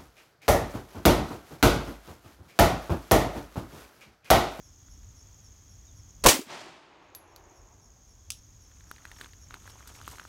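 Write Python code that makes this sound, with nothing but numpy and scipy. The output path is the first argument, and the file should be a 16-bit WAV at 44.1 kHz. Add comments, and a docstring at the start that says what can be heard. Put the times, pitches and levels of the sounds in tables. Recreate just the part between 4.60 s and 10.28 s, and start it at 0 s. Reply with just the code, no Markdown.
"""An outdoor gravel range: one pistol shot, close to a phone whose gain ducks and slowly recovers.
The blast returns from ground, barrier and bank, then as low, hollow reflections; the tree line echoes
and the woods ring on. The brass case lands and bounces, steel parts click in the pistol, and the
shooter's boots grind and snap the gravel. Crickets chirr throughout over a low rumble."""
import sys
import numpy as np
from scipy import signal
from scipy.fft import rfft, irfft, next_fast_len
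from scipy.io import wavfile
from scipy.ndimage import uniform_filter1d, minimum_filter1d, map_coordinates

SR = 44100
rng = np.random.default_rng(int(sys.argv[2]) if len(sys.argv) > 2 else 0)


def wav_out(sig):
    """Save sig, one row per channel (or a flat mono array), as 16-bit PCM at SR to the path in sys.argv[1]."""
    wavfile.write(sys.argv[1], SR, np.round(np.clip(np.atleast_2d(sig).T, -1, 1) * 32767).astype(np.int16))


N = 250488
T = np.arange(N) / SR
STONE_HZ = 1500  # typical stone

# Background spectra. Each row: frequency in Hz, level in dB.
RUMBLE_SPECTRUM = [(12, -44.5), (22, -19), (42, -2.5), (60, -1.5), (85, -1), (108, -4), (134, -13.5),
                   (247, -23), (280, -26), (300, -24), (390, -59), (660, -120)]
AIR_SPECTRUM = [(100, -10.5), (250, 7), (500, -0.5), (1100, -2), (2000, -6), (2800, -8.5), (3900, -8),
                (7500, -10.5), (10300, -17), (12500, -12.5), (16000, -16)]
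FAR_CRICKET_SPECTRUM = [(4000, -32), (4800, -13.5), (5400, -5.5), (6100, -1), (6500, 5), (6900, -4.5),
                        (7400, -13), (8500, -34.5)]
# Gravel and cloth spectra. Each row: frequency in Hz, level in dB.
GRIT_SPECTRUM = [(100, -11), (300, 2), (700, -5), (1300, 1.5), (2000, -6.5), (3500, -8), (6000, -21.5),
                 (12000, -35)]
SNAP_SPECTRUM = [(900, -18), (2000, -6.5), (2800, -12), (4300, -8.5), (6000, -28), (9000, -33)]
CHIP_SPECTRUM = [(3000, -16), (6000, -9.5), (9000, 3), (10500, -8), (12000, 1), (16000, -13)]
CLOTH_SPECTRUM = [(1000, -38.5), (3000, -3.5), (5000, -1), (8000, 0), (10500, -6), (13000, -5),
                  (16000, -15.5)]
# How hard the shooter moves. Each row: time in seconds, effort in dB.
EFFORT_CURVE = [(3.95, -29.5), (4.1, -14), (4.3, -7), (4.55, 0), (4.78, -15), (5.05, -1.5), (5.4, 3),
                (5.68, 1.5)]
# Sole scuffs. Each row: peak time, swell and fade in seconds, grit and cloth levels in dB.
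SOLE_SCUFFS = [(4.614, 0.032, 0.049, -56, -55.5), (4.945, 0.024, 0.018, -55, -60.5),
               (5.102, 0.0393, .015, -60.5, -55), (5.275, .003, 0.031, -62.5, -51),
               (5.355, 0.0186, 0.0175, -71, -56), (5.499, 0.0268, 0.0544, -54.5, -49.5)]
# Stones underfoot. Each row: start in seconds, level in dB, pitch in Hz, relative chip level in dB.
STONE_SNAPS = [(0.284, -50, 1450, -20), (0.433, -52.5, 1490, -12), (4.1142, -52, 1800, -20),
               (4.2068, -44.5, 1630, -22), (4.3128, -26, 1399, -11), (4.362, -44.5, 1752, -24),
               (4.3815, -44, 1690, -18), (4.4523, -29, 1580, -17), (4.5148, -35, 1810, -14),
               (4.6113, -28, 1560, -12), (4.6438, -32, 1650, -26), (4.659, -36.5, 1474, -20),
               (4.733, -43, 1770, -13), (4.9075, -32, 1398, -21), (4.941, -27, 1470, -15.5),
               (5.0763, -34.5, 1540, -16), (5.2743, -42.5, 1400, -2.5), (5.4137, -34, 1330, -18),
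               (5.4774, -24, 1210, -13.5), (5.53, -38, 954, -13), (5.5834, -34, 1400, -20),
               (5.5965, -28, 1480, -24), (5.6183, -41, 1400, -17), (5.6512, -34.5, 1350, -25)]
# Steel contacts in the pistol. Each row: start in seconds, level in dB.
STEEL_HITS = [(3.704, -13), (3.7077, -24), (3.7194, -25.5)]
# Spectra of steel on steel and brass on stone. Each row: frequency in Hz, level in dB.
STEEL_SPECTRUM = [(200, -42.5), (700, -42.5), (1300, -10.5), (2000, -21), (2600, -1.5), (3400, 1),
                  (4500, -2), (6000, 4), (8500, -3.5), (10500, -1.5), (12500, -11.5), (16000, -12.5)]
CLINK_SPECTRUM = [(300, -23.5), (1000, -6.5), (2300, -2), (3300, 0), (4700, 3), (7000, -2), (9500, -11),
                  (11500, 4), (13500, -11), (16000, 0)]
# Case landings. Each row: start in seconds, clink, low ring and high ring levels in dB.
CASE_HITS = [(2.5497, -8.5, -40, -28), (2.762, -22, -50, -60)]
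# Case modes. Each row: frequency in Hz, relative level in dB, T60 in seconds.
CASE_MODES = [(4190, 13, 0.0132), (4510, -5, 0.093), (4450, 10, 0.016), (5943, 5, 0.0245),
              (11230, -7, 0.219), (11500, 3, 0.075), (13020, -5, .07)]
# Tree line and woods spectra. Each row: frequency in Hz, level in dB.
TREE_LINE_SPECTRUM = [(50, -34), (140, -7), (330, -3.5), (480, -5), (620, 4.5), (950, 1), (1400, -2),
                      (3000, -6), (6500, -11), (10000, -24.5), (15500, -36)]
WOODS_SPECTRUM = [(60, -21), (150, -4), (220, -9.5), (330, 0), (500, -6.5), (900, -2.5), (1500, -7.5),
                  (2500, -6), (5000, -12), (9000, -21), (15000, -59)]
# Decay in the woods. Each row: frequency in Hz, T60 in seconds.
WOODS_DECAY = [(150, 1.67), (400, 2.32), (1000, 2.117), (2500, 1.555), (5000, 1.243), (12000, 0.78)]
# Slaps off far trunks and banks. Each row: start in seconds, level in dB, pitch in Hz.
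FAR_SLAPS = [(1.87, -14, 242.5), (1.925, -23, 236), (1.966, -10, 258), (2.01, -29, 170),
             (2.064, -12.5, 355.7), (2.09, -22, 160)]
# Hollow reflections. Each row: start in seconds, level in dB, pitch in Hz, T60 in seconds.
LOW_REFLECTIONS = [(1.728, -7, 305.8, 0.21), (1.742, -3.5, 264, .07), (1.763, -8.5, 540, 0.062),
                   (1.7918, 6, 278.3, 0.023), (1.804, -14.5, 348, 0.079), (1.818, -13, 406, 0.037)]
# The blast and its returns from ground, barrier and bank.
# Each row: start in seconds, boom and crack levels in dB, rise and T60 in seconds.
BLAST_WAVES = [(1.638, -3.5, -1.5, 0.0011, 0.15), (1.6503, 12, -27.5, 0.0018, .13),
               (1.661, 12.5, 12.5, 0.00026, 0.1364), (1.683, -6, 12.5, 0.0022, 0.16),
               (1.692, -7.5, 5, 0.0013, 0.25)]
# Blast spectra. Each row: frequency in Hz, level in dB.
BOOM_SPECTRUM = [(20, -19.5), (45, -4), (80, -3), (120, -6.5), (160, -8.5), (230, -1), (400, 0), (480, -4),
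                 (680, -1.5), (820, -12), (970, -0.5), (1400, -15), (3000, -31.5), (8000, -73)]
CRACK_SPECTRUM = [(30, -18.5), (150, -12), (300, -1.5), (480, -1), (1000, 1), (1700, -2), (2400, 1),
                  (3800, -1), (6500, -0.5), (9500, -4), (11000, -7), (15500, -9)]


def amp(db):
    """Decibels to gain."""
    return 10 ** (np.asarray(db) / 20)


def along(points, hz):
    """(Hz, value) points read on a log axis."""
    knots_hz, values = np.transpose(points)
    return np.interp(np.log(hz + 1), np.log(knots_hz), values)


def filtered(x, response):
    """Zero-phase filter with gain response(hz)."""
    size = next_fast_len(N + 8192)
    return irfft(rfft(x, size) * response(np.fft.rfftfreq(size, 1 / SR)), size)[:N]


def noise(spectrum, grain=1):
    """Coloured noise of rms 1; grain gates it before the colouring."""
    x = filtered(grain * rng.standard_normal(N), lambda hz: amp(along(spectrum, hz)))
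    return x / np.sqrt(np.mean(x ** 2) + 1e-20)


def wobble(rate_hz):
    """Smooth random curve with knots at rate_hz."""
    return map_coordinates(rng.standard_normal(int(N * rate_hz / SR) + 4), [T * rate_hz])


def burst(start_s, rise_s, t60_s):
    """Envelope with exponential rise and decay."""
    out = np.zeros(N)
    alive = slice(int(start_s * SR) + 1, int((start_s + 2 * t60_s) * SR))
    age_s = T[alive] - start_s
    out[alive] = (1 - np.exp(-age_s / rise_s)) * np.exp(-np.log(1000) * age_s / t60_s)
    return out


def ring(start_s, hz, t60_s, rise_s):
    """One struck, damped mode."""
    out = burst(start_s, rise_s, t60_s)
    alive = out > 0
    out[alive] *= np.sin(2 * np.pi * hz * (T[alive] - start_s))
    return out


def impacts(hits, spectrum, size=1024):
    """Hard contacts (start in seconds, peak in dB), each one minimum-phase pulse."""
    cepstrum = irfft(np.log(amp(along(spectrum, np.fft.rfftfreq(size, 1 / SR)))))
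    cepstrum[1:size // 2] *= 2
    cepstrum[size // 2 + 1:] = 0
    pulse = irfft(np.exp(rfft(cepstrum)))
    start_s, peak_db = np.transpose(hits)
    train = np.bincount(np.round(start_s * SR).astype(int), amp(peak_db), N)[:N]
    return signal.fftconvolve(train, pulse / np.abs(pulse).max())[:N]


def outdoors():
    """Lumpy low rumble, soft air and a blur of far crickets."""
    rumble = amp(-53.5 + 1.8 * wobble(10)) * noise(RUMBLE_SPECTRUM)
    air = amp(-65.5 + 0.37 * wobble(2.3)) * noise(AIR_SPECTRUM)
    chorus = amp(-62 + 1.2 * wobble(150)) * noise(FAR_CRICKET_SPECTRUM)
    return rumble + air + chorus


def tree_crickets():
    """Far trills blur into one thin, uneven band."""
    level_db = -81 + 2 * wobble(4.2) + 1.5 * wobble(60)
    return amp(level_db) * noise([(2900, -30.5), (3250, 1), (3450, -0.5), (3800, -31), (5000, -69)])


def peep(peak_s=1.29, pitch_hz=3700, glide_hz=150, width_s=0.014):
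    """One faint falling peep from the bushes."""
    position = (T - peak_s) / width_s
    hz = pitch_hz - glide_hz * np.tanh(position) + 60 * wobble(400)
    return amp(-64) * np.exp(-position ** 2) * np.sin(2 * np.pi * np.cumsum(hz) / SR)


def ticking_cricket(period_s=0.0585, gap_s=0.015, pitch_hz=6750, glide_hz=500, width_s=0.002):
    """Paired wing strokes, each a quick downward glide."""
    clock_s = T + 0.002 * wobble(11)
    out = np.zeros(N)
    for offset_s in (0, gap_s):
        position = ((clock_s - offset_s) % period_s - period_s / 2) / width_s
        phase = 2 * np.pi * np.cumsum(pitch_hz - glide_hz * np.tanh(position / 2)) / SR
        out += np.exp(-position ** 2) * np.sin(phase)
    return amp(-53 + 1.7 * wobble(20)) * out


def chirping_cricket(first_s=0.03, period_s=0.2652, stroke_s=0.013, pitch_hz=5615, sag=0.036, rasp=0.0077):
    """Raspy chirps of four wing strokes that sag in pitch; the bushes trail each one."""
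    age_s = (T - first_s) % period_s
    strokes = np.abs(np.sin(np.pi * age_s / stroke_s))
    progress = np.minimum(age_s / (4 * stroke_s), 1)
    hz = pitch_hz * (1 - sag * progress ** 3 + rasp * wobble(900))
    phase = 2 * np.pi * np.cumsum(hz) / SR
    swell = strokes * np.abs(np.sin(np.pi * progress)) ** 0.5
    band = noise([(5000, -40.5), (5350, -0.5), (5600, 0.5), (5950, -39.5)])
    trail = np.exp(-((age_s - 0.045) / 0.03) ** 2) * band
    return swell * (amp(-58) * np.sin(phase) + amp(-67) * np.sin(2 * phase)) + amp(-66) * trail


def effort_db():
    """The shooter's effort, per sample."""
    return np.interp(T, *np.transpose(EFFORT_CURVE))


def creaks(count=44, scatter_db=3, pitch_spread=0.2):
    """Stones creak faintly under the shooter's stance, louder as he moves."""
    starts_s = (np.arange(count) + rng.random(count)) * T[-1] / count
    ticks = np.zeros(N)
    for start_s, (size, pitch) in zip(starts_s, rng.standard_normal((count, 2))):
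        hz = STONE_HZ * np.exp(pitch_spread * pitch)
        ticks += amp(scatter_db * min(size, 1)) * ring(start_s, hz, t60_s=0.0065, rise_s=0.0004)
    return amp(-47 + 0.34 * effort_db()) * ticks


def crunch(count=260):
    """Small stones click at their own pitches and sizes; rms 1 while the boots move."""
    when, pitch = rng.random((count, 2)).T
    size_db = 4 * np.minimum(rng.exponential(size=count), 3)
    hz = 900 * 4.5 ** (pitch[:, None] ** 1.5)
    age_s = np.arange(SR // 100) / SR
    grains = amp(size_db)[:, None] * np.sin(2 * np.pi * hz * age_s) * np.exp(-0.8 * hz * age_s)
    first = int(EFFORT_CURVE[0][0] * SR)
    index = (first + when[:, None] * (N - first)).astype(int) + np.arange(len(age_s))
    out = np.bincount(index.ravel(), grains.ravel(), N)[:N]
    return out / np.std(out[first:])


def boots():
    """Grit grinds and cloth rustles with the effort; each scuff swells and fades on top."""
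    grit_gain, cloth_gain = amp(effort_db() - 63), amp(effort_db() - 65)
    for peak_s, swell_s, fade_s, grit_db, cloth_db in SOLE_SCUFFS:
        stroke = np.exp(-np.maximum((peak_s - T) / swell_s, (T - peak_s) / fade_s))
        grit_gain = np.hypot(grit_gain, amp(grit_db) * stroke)
        cloth_gain = np.hypot(cloth_gain, amp(cloth_db) * stroke)
    grit = noise(GRIT_SPECTRUM, grain=amp(3.2 * wobble(400))) + crunch()
    cloth = noise(CLOTH_SPECTRUM, grain=amp(3.5 * wobble(300)))
    return grit_gain * grit + cloth_gain * cloth


def stones(snap_db_per_octave=28.5):
    """Stones snap with a dull tick and a bright chip; smaller, higher ones snap harder."""
    ticks, snaps, chips = np.zeros((3, N))
    for start_s, db, hz, chip_db in STONE_SNAPS:
        snap_db = -12.5 + snap_db_per_octave * np.log2(hz / STONE_HZ)
        ticks += amp(db + 5.5) * ring(start_s + 0.00067, hz, t60_s=0.0058, rise_s=0.00075)
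        snaps += amp(db + snap_db) * burst(start_s + 0.00092, rise_s=0.00008, t60_s=0.014)
        chips += amp(db + chip_db) * burst(start_s + 0.00063, rise_s=0.00018, t60_s=0.0088)
    contacts = impacts([(s + 0.00081, db - 5.5) for s, db, *_ in STONE_SNAPS], GRIT_SPECTRUM)
    return contacts + ticks + snaps * noise(SNAP_SPECTRUM) + chips * noise(CHIP_SPECTRUM)


def pistol_click():
    """Steel parts snap home with a brief rattle; the barrier scatters the click back."""
    rattle = sum(amp(db - 8) * burst(s, rise_s=0.00012, t60_s=0.0068) for s, db in STEEL_HITS)
    scatter = amp(-39.5) * burst(STEEL_HITS[0][0], rise_s=0.0026, t60_s=0.197)
    return impacts(STEEL_HITS, STEEL_SPECTRUM) + (rattle + scatter) * noise(STEEL_SPECTRUM)


def spent_case():
    """The case clinks on a stone and bounces once; its thin ring flutters as it spins."""
    out = impacts([(s, db) for s, db, *_ in CASE_HITS], CLINK_SPECTRUM)
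    clink = noise(CLINK_SPECTRUM)
    for start_s, clink_db, low_db, high_db in CASE_HITS:
        strike = burst(start_s, rise_s=0.0001, t60_s=0.0071)
        tail = amp(-22) * burst(start_s, rise_s=0.0028, t60_s=0.18)
        out += amp(clink_db - 9.5) * clink * (strike + tail)
        for hz, mode_db, t60_s in CASE_MODES:
            ring_db = mode_db + (low_db if hz < 8000 else high_db)
            flutter = amp(2.2 * wobble(220))
            out += amp(ring_db) * flutter * ring(start_s, hz, t60_s, rise_s=0.00053)
    return out


def echoes(start_s=1.88):
    """The tree line answers a quarter second after the shot; the woods ring on, treble dying first."""
    slaps = sum(amp(db) * ring(s, hz, t60_s=0.031, rise_s=0.00327) for s, db, hz in FAR_SLAPS)
    hz, frame_s, bins = signal.stft(noise(WOODS_SPECTRUM), SR, nperseg=512)
    fade = np.exp(-np.log(1000) * np.maximum(frame_s - start_s, 0) / along(WOODS_DECAY, hz)[:, None])
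    woods = signal.istft(bins * fade, SR, nperseg=512)[1][:N]
    swell = np.clip((T - start_s + 0.0404) / 0.097, 0, 1)
    tree_line = noise(TREE_LINE_SPECTRUM, grain=amp(0.93 * wobble(150)))
    tree_line *= burst(start_s, rise_s=0.086, t60_s=0.53)
    return amp(-8) * tree_line + slaps + amp(-22) * swell * woods


def low_reflections(highpass_hz=160):
    """Short, low, hollow reflections follow the blast."""
    returns = sum(amp(db) * ring(s, hz, t60_s, rise_s=0.0014) for s, db, hz, t60_s in LOW_REFLECTIONS)
    return filtered(returns, lambda hz: 1 - 1 / (1 + (hz / highpass_hz) ** 6))


def shot(push_hz=75, front_db=21):
    """A low pressure push, a sharp front and dense waves of boom and crack."""
    boom_power, crack_power = np.zeros((2, N))
    for start_s, boom_db, crack_db, rise_s, t60_s in BLAST_WAVES:
        wave = burst(start_s, rise_s, t60_s)
        boom_power += (amp(boom_db) * wave) ** 2
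        crack_power += (amp(crack_db) * wave) ** 2
    push = amp(-1) * ring(BLAST_WAVES[1][0], push_hz, t60_s=0.11, rise_s=0.003)
    front = impacts([(BLAST_WAVES[2][0] + 0.00093, front_db)], CRACK_SPECTRUM)
    boom = np.sqrt(boom_power) * noise(BOOM_SPECTRUM)
    crack = np.sqrt(crack_power) * noise(CRACK_SPECTRUM, grain=amp(1.4 * wobble(500)))
    return push + front + boom + crack


def scene():
    """Mono sum at the microphone."""
    wildlife = chirping_cricket() + ticking_cricket() + tree_crickets() + peep()
    gunfire = shot() + low_reflections() + echoes() + spent_case() + pistol_click()
    footwork = stones() + boots() + creaks()
    return (outdoors() + wildlife + footwork + gunfire)[None]


def held(cut_db, hold_s):
    """Deepest cut of the last hold_s."""
    count = 2 * int(hold_s * SR / 2) + 1
    return -minimum_filter1d(-cut_db, count, origin=count // 2)


def released(cut_db, db_per_s):
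    """Instant rise, steady fall."""
    return np.maximum.accumulate(cut_db + db_per_s * T) - db_per_s * T


def record(dry, threshold_db=-25, range_db=22, hold_s=0.47, slow_share=0.28,
           bass_hz=160, bass_floor_db=10, bass_hold_s=0.954, ceiling=0.95, top_hz=16000):
    """Gain bottoms out on the shot, holds, recovers fast then slowly; peaks saturate."""
    x = dry[0]
    level_db = 10 * np.log10(np.abs(uniform_filter1d(x ** 2, size=300)) + 1e-12)
    over_db = np.clip(2 * (level_db - threshold_db), 0, range_db)
    overload = 1.0 * (over_db >= range_db)
    held_db = np.maximum(over_db, held(range_db * overload, hold_s))
    cut_db = np.maximum(released(held_db, db_per_s=27.5), released(slow_share * held_db, db_per_s=3))
    bass_held_db = held(bass_floor_db * overload, bass_hold_s)
    bass_cut_db = np.maximum(cut_db, released(bass_held_db, db_per_s=90))
    bass = filtered(x, lambda hz: 1 / (1 + (hz / bass_hz) ** 4))
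    ducked = (x - bass) * amp(-cut_db) + bass * amp(-bass_cut_db)
    saturated = ducked / (1 + (ducked / ceiling) ** 4) ** (1 / 4)
    return filtered(saturated, lambda hz: 1 / (1 + (hz / top_hz) ** 120))[None]


dry = scene()
out = record(dry)
wav_out(out)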